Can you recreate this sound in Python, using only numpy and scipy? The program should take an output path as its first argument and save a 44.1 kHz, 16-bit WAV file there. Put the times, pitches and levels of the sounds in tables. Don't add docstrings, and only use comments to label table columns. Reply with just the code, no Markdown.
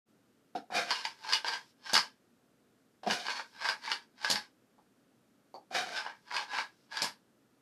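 import sys
import numpy as np
from scipy import signal
from scipy.fft import rfft, irfft, next_fast_len
from scipy.io import wavfile
from scipy.ndimage import map_coordinates

SR = 44100
rng = np.random.default_rng(int(sys.argv[2]) if len(sys.argv) > 2 else 0)


def to_wav(sig):
    pcm = np.clip(np.atleast_2d(sig), -1, 1) * 32767
    pcm = np.round(pcm).astype(np.int16)
    wavfile.write(sys.argv[1], SR, pcm.T)


N = 335601
SIZE = 16384
HZ, AGE = np.fft.rfftfreq(SIZE, 1 / SR), np.arange(SIZE) / SR

# (time [s], relative boom level [dB], relative tick level [dB])
RIM_KNOCKS = [(0.55, -24.5, -44.5), (0.556, -46, -36), (0.701, -35, -60), (0.717, -33, -57),
              (3.032, -34.5, -40.5), (3.062, -24, -36.5), (3.071, -21.5, -30), (3.197, -42, -29.5),
              (5.709, -34, -63), (5.859, -38, -54)]
# (time of hardest push [s], drag [s], trapped air level [dB], grit level [dB])
RIM_SCOOPS = [(0.755, 0.17, -29.5, -35), (3.108, 0.17, -34, -35.5), (5.755, 0.199, -31, -35)]
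# (start [s], end [s], level [dB])
DICE_GLIDES = [(1.1, 1.748, -68.5), (3.394, 3.862, -68.5), (6.105, 6.904, -76)]
# (time of full speed [s], rise [s], hold [s], relative air level [dB], relative dice level [dB])
CUP_SWINGS = [(0.903, 0.065, .09, -44, -41.5), (1.049, 0.037, 0.0067, -42.5, -40.5),
              (1.3, .11, 0.046, -37.5, -38.5), (1.454, .025, 0.084, -39.5, -41),
              (1.869, .065, 0.15, -46, -45), (3.264, .05, 0.122, -42.5, -44),
              (3.658, 0.12, 0.039, -35.5, -39), (3.846, .05, 0.088, -41.5, -42),
              (4.242, 0.073, 0.13, -41, -41), (5.966, 0.074, 0.024, -38.5, -40.5),
              (6.054, 0.044, 0.033, -44.5, -53.5), (6.343, .08, 0.053, -37, -42),
              (6.538, .09, 0.0574, -37.5, -42.5), (6.924, .035, 0.14, -44, -45.5)]
# (time [s], click level [dB], cup air level [dB], wall level [dB])
DIE_CLACKS = [(0.906, -30, -30.5, -42), (0.912, -30, -32, -50.5), (1.051, -33.5, -35.5, -57),
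              (1.246, -60, -43, -66), (1.324, -29.5, -30.5, -35), (1.333, -23, -49, -27.5),
              (1.354, -36.5, -48.5, -31), (1.445, -42.5, -33, -42.5), (1.482, -33.5, -36, -44.5),
              (1.535, -40, -39, -55), (1.895, -43.5, -39, -61.5), (3.1, -43, -32, -40),
              (3.109, -31, -34.5, -36), (3.266, -38.5, -38, -51), (3.283, -52, -33.5, -43),
              (3.396, -58, -37, -62), (3.653, -39.5, -32.5, -47), (3.687, -33, -28, -39.5),
              (3.696, -33.5, -48, -45.5), (3.876, -66, -35.5, -57), (3.916, -30.5, -32.5, -38.5),
              (4.246, -34.5, -27.5, -45), (5.749, -38, -33, -54), (5.975, -41, -38, -42),
              (6.063, -53, -37.5, -47.5), (6.312, -59, -39.5, -69.5), (6.365, -32, -36.5, -41),
              (6.533, -49, -37, -45.5), (6.585, -40, -31, -42), (6.97, -34, -36, -60)]
# (time [s], click level [dB], cup air level [dB], relative jolt level [dB])
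DICE_SLAMS = [(1.933, -31, -31, -32), (1.941, -24.5, -41, -36.5), (1.952, -23.5, -25.5, -42),
              (1.964, -26, -23.5, -49.5), (1.976, -25.5, -30.5, -45.5), (1.99, -34, -35.5, -51),
              (4.3, -28.5, -45, -33), (4.311, -27, -40.5, -34.5), (4.357, -33.5, -36.5, -56),
              (7.019, -28, -40, -39), (7.026, -36, -39.5, -38), (7.043, -36, -37, -41)]
# (time [s], relative level [dB], ping lift [dB])
STACK_TOUCHES = [(4.782, -52, 13), (5.542, -32, 21), (5.553, -44.5, 20)]

# (frequency [Hz], width [Hz], lift [dB])
OPEN_CUP_MODES = [(891.5, 140, 12.5), (1008.5, 60, 6), (1557, 90, 13), (1664, 57, 13), (1844, 56, 4.5),
                  (2270, 480, 6.5)]
CLOSED_CUP_MODES = [(487.2, 31, 2.6), (711, 90, 12.7), (776, 100, 9.3), (1578, 230, 7.3), (2440, 170, 10),
                    (3140, 140, 5.5), (3790, 110, 16)]
WALL_MODES = [(2920, 130, 20), (3540, 100, 11)]
TABLE_MODES = [(114, 30, 7.9), (212, 50, 3.9), (352, 54, 2.3)]
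STACK_MODES = [(806, 190, 11.5), (1140, 180, 2.2), (2264, 280, 4.9)]
COLUMN_MODES = [(4544, 330, 8), (5122, 530, 10)]

# (frequency [Hz], relative level [dB])
AIR_SPECTRUM = [(30, -58.5), (90, -43), (250, -15.5), (500, -9.5), (700, -5.5), (1200, 0.5), (2200, -6),
                (3200, -19), (6000, -53.5)]
DICE_SPECTRUM = [(120, -65.5), (600, -39.5), (1800, -10), (2900, -2), (4000, -1), (5300, 0), (6100, -9),
                 (8000, -17), (11500, -25), (14000, -40)]
WALL_SPECTRUM = [(300, -69), (1500, -29.5), (2900, -7.5), (3600, -9), (6000, -50.5)]
CRACK_SPECTRUM = [(200, -60.5), (1500, -18.5), (4500, 3.5), (6500, 3.5), (8500, -3.5), (11500, -6),
                  (14000, -24)]
THUD_SPECTRUM = [(30, -27.5), (70, -19), (130, -11), (220, 1.5), (380, -8), (600, 4), (1100, -15.5),
                 (3000, -51.5)]
RIM_SPECTRUM = [(30, -51), (70, -42), (120, -27), (180, -8.5), (550, -7), (850, -6.5), (1200, -15),
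                (1800, -18.5), (2600, -35), (6000, -52)]
SLIDE_SPECTRUM = [(30, -47), (70, -24), (120, -10.5), (190, 1), (320, 0.5), (500, 8), (900, 0), (1300, 7.5),
                  (2100, 7), (3500, 4), (6000, -26.5)]
GRIT_SPECTRUM = [(150, -52), (1000, -17), (2800, -0.5), (4600, -0.5), (5700, -5.5), (7500, -17.5),
                 (11500, -24.5), (14000, -37.5)]
TOUCH_SPECTRUM = [(40, -30.5), (220, 2), (550, 10.5), (1200, 7), (2000, -10.5), (5000, -16.5), (7000, -23),
                  (12000, -34.5)]
GLIDE_SPECTRUM = [(500, -30.5), (2000, -11.5), (4300, -6), (5400, -3.5), (6500, -13), (12000, -21.5)]
HUM_SPECTRUM = [(25, -26), (90, -16), (120, -5), (155, -7), (210, -1), (270, 0), (340, -5), (480, -8),
                (700, -13), (1000, -18), (1350, -15), (2100, -22), (5000, -26), (13500, -31)]

# (frequency [Hz], time to fall 60 dB [s])
REVERB_TIMES = [(150, 0.25), (700, 0.17), (1600, 0.17), (5000, 0.14), (11000, 0.2)]


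def amp(db):
    return 10 ** (np.asarray(db) / 20)


def unit(x):
    return x / np.sqrt(np.mean(x ** 2) + 1e-20)


def attack_unit(ring):
    return ring / np.sqrt(np.mean(ring[:SR // 160] ** 2))


def along(points, hz):
    f, v = np.transpose(points)
    return np.interp(np.log(hz + 1), np.log(f + 1), v)


def add(track, s, sound):
    part = track[round(s * SR):][:len(sound)]
    part += sound[:len(part)]


def wobble(n, rate):
    return map_coordinates(rng.standard_normal(256), [np.arange(n) * rate / SR], mode="mirror")


def body(spectrum, modes=()):
    peaks_db = sum(lift / (1 + (2 * (HZ - hz) / width) ** 2) for hz, width, lift in modes)
    cepstrum = irfft(np.log(amp(along(spectrum, HZ) + peaks_db)))
    cepstrum[1:SIZE // 2] *= 2
    cepstrum[SIZE // 2 + 1:] = 0
    return irfft(np.exp(rfft(cepstrum)))[:SIZE // 4]


def cup_air(scatter):
    detune = 1 + scatter * rng.standard_normal()
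    return body(AIR_SPECTRUM, [(hz * detune, width, lift) for hz, width, lift in OPEN_CUP_MODES])


def strike(response, contact_s, chatter, t60):
    t = AGE[:SIZE // 8]
    push = t / contact_s * np.exp(1 - t / contact_s)
    force = rng.standard_normal(len(t)) * (push + chatter * amp(-60 * t / t60))
    return attack_unit(signal.fftconvolve(force, response)[:SIZE // 4])


def patter(n, rate, spread_db, rub):
    sizes = amp(spread_db * np.clip(rng.standard_normal(n), -2, 2)) * rng.choice([-1, 1], n)
    contacts = rng.random(n) < rate / SR
    return unit(sizes * contacts) + rub * rng.standard_normal(n)


def stroke(force, level_db, parts):
    return amp(level_db) * sum(amp(db) * unit(signal.fftconvolve(force, h)[:len(force)]) for h, db in parts)


def room(x, wet_db, delay_s):
    hz, t, noise = signal.stft(rng.standard_normal(SIZE), SR, nperseg=256)
    decay = amp(-60 * t / along(REVERB_TIMES, hz)[:, None])
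    tail = signal.istft(noise * decay, SR, nperseg=256)[1][:SIZE]
    tail *= np.clip(AGE / delay_s - .5, 0, 1)
    response = amp(wet_db) * tail / np.linalg.norm(tail)
    response[0] = 1
    return signal.fftconvolve(x, response)


def hum(level_db=-69.5):
    colour = amp(along(HUM_SPECTRUM, np.fft.rfftfreq(N, 1 / SR)))
    return amp(level_db) * unit(irfft(rfft(rng.standard_normal(N)) * colour, N))


def glides(fade_s=.05):
    out = np.zeros(N)
    t = np.arange(SR) / SR
    for start, end, db in DICE_GLIDES:
        fade = np.clip(np.minimum(t, end - start - t) / fade_s, 0, 1)
        add(out, start, fade * stroke(rng.standard_normal(SR), db, [(body(GLIDE_SPECTRUM), 0)]))
    return out


def touches(ping_hz=4520, ping_width_hz=500):
    out = np.zeros(N)
    for s, db, ping_db in STACK_TOUCHES:
        stack = body(TOUCH_SPECTRUM, STACK_MODES + [(ping_hz, ping_width_hz, ping_db)])
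        tap = amp(db - 12.5) * strike(stack, contact_s=.00025, chatter=.037, t60=.017)
        add(out, s, room(tap, wet_db=6, delay_s=.0043))
    return out


def knocks():
    out = np.zeros(N)
    boom = body(RIM_SPECTRUM, CLOSED_CUP_MODES + TABLE_MODES)
    tick = body(GRIT_SPECTRUM, [(5200, 210, 6.8)])
    for s, boom_db, tick_db in RIM_KNOCKS:
        blow = amp(boom_db - 10) * strike(boom, contact_s=.0028, chatter=.1, t60=.03)
        blow += amp(tick_db - 14.5) * strike(tick, contact_s=.0039, chatter=.2, t60=.04)
        add(out, s, room(blow, wet_db=1.5, delay_s=.006))
    return out


def scoops(push_s=.026, drag_db=-14):
    out = np.zeros(N)
    bite_db_per_s, ease_db_per_s, lift_db_per_s = 553, 179.5, 900
    age = np.arange(-SR // 20, SR // 4) / SR
    slide, grit = body(SLIDE_SPECTRUM, CLOSED_CUP_MODES), body(GRIT_SPECTRUM)
    for s, drag_s, air_db, grit_db in RIM_SCOOPS:
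        bite_db = bite_db_per_s * np.minimum(age, 0)
        ease_db = np.maximum(-ease_db_per_s * np.maximum(age - push_s, 0), drag_db)
        lift_db = -lift_db_per_s * np.maximum(age - drag_s, 0)
        force = patter(len(age), rate=2000, spread_db=3.5, rub=.98)
        rasp = stroke(force, bite_db + ease_db + lift_db, [(slide, air_db), (grit, grit_db)])
        add(out, s + age[0], room(rasp, wet_db=-6.5, delay_s=.0054))
    return out


def swings(dice=3, lead_s=.05):
    out = np.zeros(N)
    rise_db, sag_db_per_s, settle_db_per_s = 28, 4, 308
    t = np.arange(SR // 2) / SR
    for s, rise_s, hold_s, air_db, dice_db in CUP_SWINGS:
        age = t - rise_s - lead_s
        level_db = np.minimum(rise_db * age / rise_s, -sag_db_per_s * age)
        level_db -= settle_db_per_s * np.maximum(age - hold_s, 0)
        air = cup_air(scatter=.012)
        roll = np.zeros(len(t))
        for _ in range(dice):
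            modes = [(rng.uniform(1700, 4200), 110, 12), (rng.uniform(4300, 5300), 140, 11)]
            die = body(DICE_SPECTRUM, modes)
            force = patter(len(t), rate=260, spread_db=2, rub=.35)
            tumble = unit(amp(3 * wobble(len(t), rate=40)))
            roll += tumble * stroke(force, level_db, [(air, air_db), (die, dice_db)])
        add(out, s - rise_s - lead_s, room(amp(-2) * roll / np.sqrt(dice), wet_db=0, delay_s=.0044))
    return out


def die_blow(modes, click_db, air_db, wall_db, crack_db, thud_db):
    air = cup_air(scatter=.014)
    spot = [(hz, 150, 8) for hz in rng.uniform(1700, 4800, size=2)]
    click = body(DICE_SPECTRUM, spot + modes)
    wall = body(WALL_SPECTRUM, WALL_MODES)
    blow = amp(click_db) * strike(click, contact_s=.0014, chatter=.13, t60=.034)
    blow += amp(air_db) * strike(air, contact_s=.0012, chatter=.1, t60=.03)
    blow += amp(wall_db) * strike(wall, contact_s=.0004, chatter=.03, t60=.012)
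    blow += amp(crack_db) * strike(body(CRACK_SPECTRUM), contact_s=.002, chatter=.6, t60=.08)
    blow += amp(thud_db) * attack_unit(body(THUD_SPECTRUM, TABLE_MODES))
    return room(blow, wet_db=-1, delay_s=.004)


def clacks(die_hz=4673, scatter=.029):
    out = np.zeros(N)
    for s, db, air_db, wall_db in DIE_CLACKS:
        ring = [(die_hz * (1 + scatter * rng.standard_normal()), 360, 12)]
        add(out, s, die_blow(ring, db, air_db, wall_db, crack_db=db - 31.5, thud_db=air_db - 30))
    return out


def slams(shudder_db=-10.5, fall_db_per_s=329.5):
    out = np.zeros(N)
    column = body(DICE_SPECTRUM, COLUMN_MODES)
    for s, db, air_db, jolt_db in DICE_SLAMS:
        add(out, s, die_blow(COLUMN_MODES, db, air_db, wall_db=db - 17,
                             crack_db=jolt_db + 1.5, thud_db=jolt_db - 4.5))
        force = patter(SIZE, rate=600, spread_db=3.5, rub=.4)
        shudder = stroke(force, db - fall_db_per_s * AGE, [(column, shudder_db)])
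        add(out, s, room(shudder, wet_db=-3, delay_s=.004))
    return out


def scene():
    return (hum() + glides() + touches() + knocks() + scoops() + swings() + clacks() + slams())[None]


def record(dry, top_hz=13900):
    fade_in = np.clip((np.arange(N) / SR - .055) / .039, 0, 1)
    size = next_fast_len(N + SIZE)
    passband = np.fft.rfftfreq(size, 1 / SR) < top_hz
    return irfft(rfft(dry * fade_in, size) * passband, size)[:, :N]


dry = scene()
out = record(dry)
to_wav(out)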